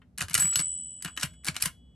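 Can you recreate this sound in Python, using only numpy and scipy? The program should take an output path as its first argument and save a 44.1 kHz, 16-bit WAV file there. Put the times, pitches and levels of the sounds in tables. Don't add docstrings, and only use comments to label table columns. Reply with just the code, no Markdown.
import sys
import numpy as np
from scipy import signal
from scipy.fft import rfft, irfft
from scipy.io import wavfile

SR = 44100
rng = np.random.default_rng(int(sys.argv[2]) if len(sys.argv) > 2 else 0)


def file_out(sig):
    cols = np.atleast_2d(sig).T
    lim = np.clip(cols, -1, 1)
    pcm = np.round(lim * 32767).astype(np.int16)
    wavfile.write(sys.argv[1], SR, pcm)


N = 85995

# f/Hz, relative level/dB
RUMBLE_SPECTRUM = [(40, -20.5), (64, 3.5), (90, -5), (125, -7), (178, -0.5), (210, -11.5), (243, -3.5),
                   (320, -21), (550, -24.5), (1000, -35.5), (2500, -46), (8000, -52), (11500, -54),
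                   (13500, -65)]
# t/s, level/dB, f/Hz
BASE_BLOWS = [(0.186, -45, 173), (0.214, -33, 137), (0.237, -36.5, 97), (0.305, -39.5, 160),
              (0.352, -34, 111), (0.384, -31, 131.6), (.420, -38.5, 157), (0.443, -31, 155.7),
              (0.565, -34, 125.5), (0.594, -32, 149), (1.051, -32.5, 164), (1.154, -51.5, 173),
              (1.634, -38.5, 112.6), (1.238, -27.5, 145), (1.487, -28, 147.6), (1.661, -31.5, 159)]
BELL_FREQUENCIES = [2977, 3343.5, 7863, 7947.5, 13838]
# strike level/dB, T60/s, right phase lag/rad, jolt level/dB, jog level/dB
BELL_RESPONSE = [(-47.5, 2.98, .64, -63, -75), (-52.5, 1.84, 0.66, -77, -63), (-19, 1.19, 0, -67.5, -86.5),
                 (-22.5, 1.37, 0.32, -25.5, -83.5), (-39.5, 0.4, .8, -81.5, -110)]
# t/s, lower mode level/dB, f/Hz, upper mode level/dB, f/Hz
LEVER_BLOWS = [(0.2094, -19, 1920, -15.5, 2566), (0.3502, -16.5, 2900, -10.5, 8700),
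               (0.5569, -17.5, 1462, -12.5, 2972), (1.1739, -16, 3000, -22.5, 3900),
               (1.2298, -13.5, 1479, -19, 5400), (1.4833, -10, 2283, -12.5, 4555),
               (1.5659, -26.5, 1572, -20.5, 2920), (1.6239, -13.5, 2474, -12.5, 5450)]
# f/Hz, relative level/dB
FRAME_SPECTRUM = [(150, -8.5), (300, -6), (520, -13), (800, -7.5), (1300, 1.5), (2500, -1.5), (3600, -1.5),
                  (5300, -0.5), (8500, 1.5), (11600, 1), (12800, -12), (14500, -18.5), (16000, -24)]
# f/Hz, bandwidth/Hz, peak gain/dB
FRAME_RESONANCES = [(1400, 83, 3.5), (1640, 210, 5), (2270, 460, 3), (2925, 190, 8.5), (4270, 240, 2.5),
                    (5350, 110, -0.5), (7690, 540, 5), (8280, 290, 3.5), (8810, 500, 3.5),
                    (11130, 190, 7.5)]
# lower f/Hz, upper f/Hz, gain/dB, ring gain/dB, ring T60/s,
# room gain/dB, room T60/s, stereo width/1, left bias/dB
CLACK_BANDS = [(196, 3150, -4.5, -2.5, 0.079, -14, 0.16, 0.13, 0.5),
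               (3550, 7050, -6, -7, 0.091, -20, 0.22, 0.3, 0),
               (7750, 42000, -4.5, -6.5, 0.099, -22, 0.21, 0, -0.3)]
# t/s, low band level/dB, middle band level/dB, high band level/dB, contact decay/ms
IMPACTS = [ (.017, -52, -91, -76.5, 3.2), (0.1772, -37.5, -30, -33.5, 1.26), (0.1827, -34, -28, -27.5, 1.7),
           (0.19, -37, -37, -41, 4.3), (.206, -28.5, -26.5, -27.5, 2.3), (0.2096, -16, -35.5, -40.5, 0.54),
           (.216, -29, -20.5, -27, 1.77), (0.2236, -22, -25, -27.5, 1), (.235, -37.5, -39.5, -46, 3.2),
           (.283, -37.5, -38, -39, 2.2), (0.2969, -37.5, -31.5, -31, 1.2), (0.307, -36, -37.5, -42, 4.7),
           (0.332, -40.5, -31, -31, 2.3), (.342, -23, -14.5, -10.5, 1.72), (.3502, -20, -15.5, -17, 2.6),
           (0.3768, -26, -21.5, -20, 3.3), (.3865, -28.5, -34, -29.5, 2.3), (.394, -34, -23.5, -28, 2.5),
           (0.399, -33, -34, -22.5, 4.2), (.411, -39.5, -35, -31.5, 10.5),
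           (0.422, -28.5, -32.5, -24.5, 1.9), (0.443, -35.5, -37.5, -36, 3), (0.454, -29, -37, -51, 1.5),
           (.472, -40, -43, -63, 4), (0.481, -44, -53, -69, 2.4), (0.506, -51, -45, -68, 2.3),
           (0.524, -35, -50, -66, 2.5), (0.533, -41.5, -34, -47, 4.6), (.5565, -25, -12, -18.5, 1.93),
           (0.57, -42, -41, -40, 8), (0.59, -26.5, -25, -26.5, 4), (0.601, -30, -24.5, -27, 1.9),
           (0.616, -38, -45, -48.5, 1.6), (1.006, -57.5, -62, -77.5, 2.4), (1.023, -38.5, -33, -30.5, 2),
           (1.047, -27.5, -27.5, -28, 2.3), (1.0585, -26, -35, -51.5, 1.07), (1.077, -35.5, -39, -52, 2.1),
           (1.0825, -32, -47, -44.5, 1.43), (1.165, -45, -40.5, -40, 1.6), (1.174, -28, -30.5, -33, 3),
           (1.196, -41, -34.5, -38.5, 4.3), (1.21, -37.5, -30.5, -34.5, 3.4), (1.223, -30, -30, -36.5, 5.3),
           (1.2305, -25, -23, -26.5, 4.04), (1.247, -35, -50.5, -35, 4.7), (1.257, -45, -50.5, -38.5, 1.37),
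           (1.335, -58, -62.5, -64, 4.4), (1.435, -52.5, -61.5, -62, 5.8), (1.446, -44, -32.5, -28.5, 1.2),
           (1.453, -38, -34, -36, 3), (1.4655, -30.5, -30.5, -26.5, 2.8), (1.473, -25.5, -26.5, -32.5, 4.5),
           (1.4838, -20, -17.5, -22.5, 1.18), (1.4875, -22, -32, -35, 0.64),
           (1.543, -44, -42.5, -48.5, 3.6), (1.554, -35, -45, -41.5, 2.5), (1.5645, -26.5, -22, -27.5, 1.6),
           (1.599, -44, -39.5, -47, 6.5), (1.6084, -41, -37, -38, 1.7), (1.617, -40, -35, -32.5, 6.3),
           (1.6228, -30, -15.5, -14, 1.55), (1.632, -32, -37, -29, 0.95), (1.636, -31, -27, -31.5, 2.4),
           (1.649, -39.5, -34, -31, 4.2), (1.6559, -24.5, -21.5, -20.5, 3.14), (1.673, -40, -36, -44, 2.8),
           (1.681, -31.5, -40, -62, 0.97)]
RING_WIDTHS = [0.45, 0.2, 0.79]
BELL_JOGS = [1.05, 1.232, 1.66]


def amp(db):
    return 10 ** (np.asarray(db) / 20)


def level_at(spectrum, hz):
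    f, db = np.transpose(spectrum)
    return np.interp(np.log(hz + 1), np.log(f), db)


def unit(x):
    return x / np.sqrt(np.sum(x ** 2, axis=-1, keepdims=True) + 1e-20)


def add(mix, s, sound):
    part = mix[max(round(s * SR), 0):][:len(sound)]
    part += sound[:len(part)]


def convolve(x, response):
    return signal.fftconvolve(np.atleast_2d(x), np.atleast_2d(response), axes=1)[:, :N]


def tail(t60, width):
    t = np.arange(SR // 2) / SR
    mid, side = rng.standard_normal((2, len(t)))
    envelope = amp(-60 * t / t60) * (1 - np.exp(-t / 0.0028))
    return unit(np.array([mid + width * side, mid - width * side]) * envelope)


def room_tone(hum_hz=64.6, hum_db=-67.5, rumble_db=-58, widen_hz=600):
    hz = np.fft.rfftfreq(N, 1 / SR)
    mid, side = rfft(rng.standard_normal((2, N))) * amp(level_at(RUMBLE_SPECTRUM, hz))
    side *= 0.11 + 0.72 * hz ** 2 / (hz ** 2 + widen_hz ** 2)
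    rumble = np.sqrt(N) * unit(irfft(np.array([mid + side, mid - side]), N))
    hum = np.sqrt(2) * np.sin(2 * np.pi * hum_hz * np.arange(N) / SR)
    return amp(hum_db) * hum + amp(rumble_db) * rumble


def base_thuds(rise_s=0.0041, decay_s=0.0086, desk_hz=88.4, desk_t60=0.15):
    t, out = np.arange(SR // 3) / SR, np.zeros(N)
    envelope = (1 - np.exp(-(t / rise_s) ** 2)) * np.exp(-t / decay_s)
    desk_envelope = amp(-9 - 60 * t / desk_t60) * (1 - np.exp(-t / 0.0073))
    desk = desk_envelope * np.sin(2 * np.pi * desk_hz * t)
    for s, db, hz in BASE_BLOWS:
        phase = 2 * np.pi * hz * t
        overtone = amp(-22.5) * np.sin(4.2 * phase)
        base = envelope / envelope.max() * (np.sin(phase) + overtone)
        add(out, s, amp(db) * (base + desk))
    return out + amp(-4.5) * convolve(out, tail(t60=0.26, width=0.25))


def margin_bell(strike_s=0.398, jolt_s=0.557, rise_s=0.0037, hammer_db_per_s=151):
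    t, out = np.arange(N) / SR, np.zeros((2, N))
    for hz, (strike_db, t60, lag, jolt_db, jog_db) in zip(BELL_FREQUENCIES, BELL_RESPONSE):
        hammer_damping = hammer_db_per_s * (hz == BELL_FREQUENCIES[3])
        knocks = [(strike_s, strike_db, hammer_damping), (jolt_s, jolt_db, 0)]
        knocks += [(s, jog_db, 0) for s in BELL_JOGS]
        energy = np.zeros(N)
        for s, db, damping in knocks:
            age = np.maximum(t - s, 0)
            rise = np.minimum(age / rise_s, 1)
            energy += (rise * amp(db - (60 / t60 + damping) * age)) ** 2
        out += np.sqrt(energy) * np.sin(2 * np.pi * hz * (t - strike_s) - np.array([[0], [lag]]))
    return out


def lever_clanks(gain_db=-7.5, rise_s=0.00064, t60=0.026):
    t, out = np.arange(SR // 6) / SR, np.zeros(N)
    envelope = (1 - np.exp(-t / rise_s)) * amp(-60 * t / t60)
    for s, lower_db, lower_hz, upper_db, upper_hz in LEVER_BLOWS:
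        for db, hz in [(lower_db, lower_hz), (upper_db, upper_hz)]:
            add(out, s, amp(gain_db + db) * envelope * np.sin(2 * np.pi * hz * t))
    return out + amp(-19.5) * convolve(out, tail(t60=0.2, width=1))


def frame_response(lo_hz, hi_hz, size=4096):
    hz = abs(np.fft.fftfreq(size, 1 / SR)) + 1
    peaks_db = sum(db / (1 + (2 * (hz - f) / width) ** 2) for f, width, db in FRAME_RESONANCES)
    passband = ((1 + (lo_hz / hz) ** 12) * (1 + (hz / hi_hz) ** 12)) ** -0.5
    log_gain = np.log(amp(level_at(FRAME_SPECTRUM, hz) + peaks_db) * passband + 1e-4)
    transfer = np.exp(np.conj(signal.hilbert(log_gain)))
    return unit(np.fft.ifft(transfer).real[:size // 2])


def contact_forces(band, spots=5):
    t, forces = np.arange(SR // 16) / SR, np.zeros((spots, N))
    for i, (s, *levels, decay_ms) in enumerate(IMPACTS):
        decay_s = decay_ms / 1000
        rise_s = 0.59 * decay_s
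        pulse = (1 - np.exp(-(t / rise_s) ** 2)) * np.exp(-(t / (2 * decay_s)) ** 1.86)
        add(forces[i % spots], s - rise_s / 2, amp(levels[band]) * pulse / pulse.max())
    return forces


def metal_clacks(grain_db=1):
    out = np.zeros((2, N))
    for band, settings in enumerate(CLACK_BANDS):
        lo_hz, hi_hz, db, ring_db, ring_t60, room_db, room_t60, width, left_db = settings
        forces = contact_forces(band)
        grains = rng.choice([-1., 1.], (2, N)) * amp(grain_db * rng.standard_normal((2, N)))
        mid, side = unit(grains) * np.sqrt(N)
        chatter = np.array([mid + width * side, mid - width * side]) * amp([[left_db], [-left_db]])
        ring = sum(convolve(force * chatter, tail(ring_t60, RING_WIDTHS[band])) for force in forces)
        vibration = forces.sum(0) * chatter + amp(ring_db) * ring
        direct = amp(db) * convolve(vibration, frame_response(lo_hz, hi_hz))
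        out += direct + amp(room_db) * convolve(direct, tail(room_t60, width=0.14))
    return out


def scene(right_lag_s=16e-6, left_db=0.42):
    left, right = metal_clacks() + lever_clanks() + base_thuds()
    delay = np.exp(-2j * np.pi * np.fft.rfftfreq(N, 1 / SR) * right_lag_s)
    machine = np.array([left, irfft(rfft(right) * delay, N)]) + margin_bell()
    return room_tone() + machine * amp([[left_db], [-left_db]])


def record(dry):
    lowpass = signal.firwin(511, cutoff=16200, window=("kaiser", 9), fs=SR)
    return signal.oaconvolve(dry, lowpass[None], "same")


dry = scene()
out = record(dry)
file_out(out)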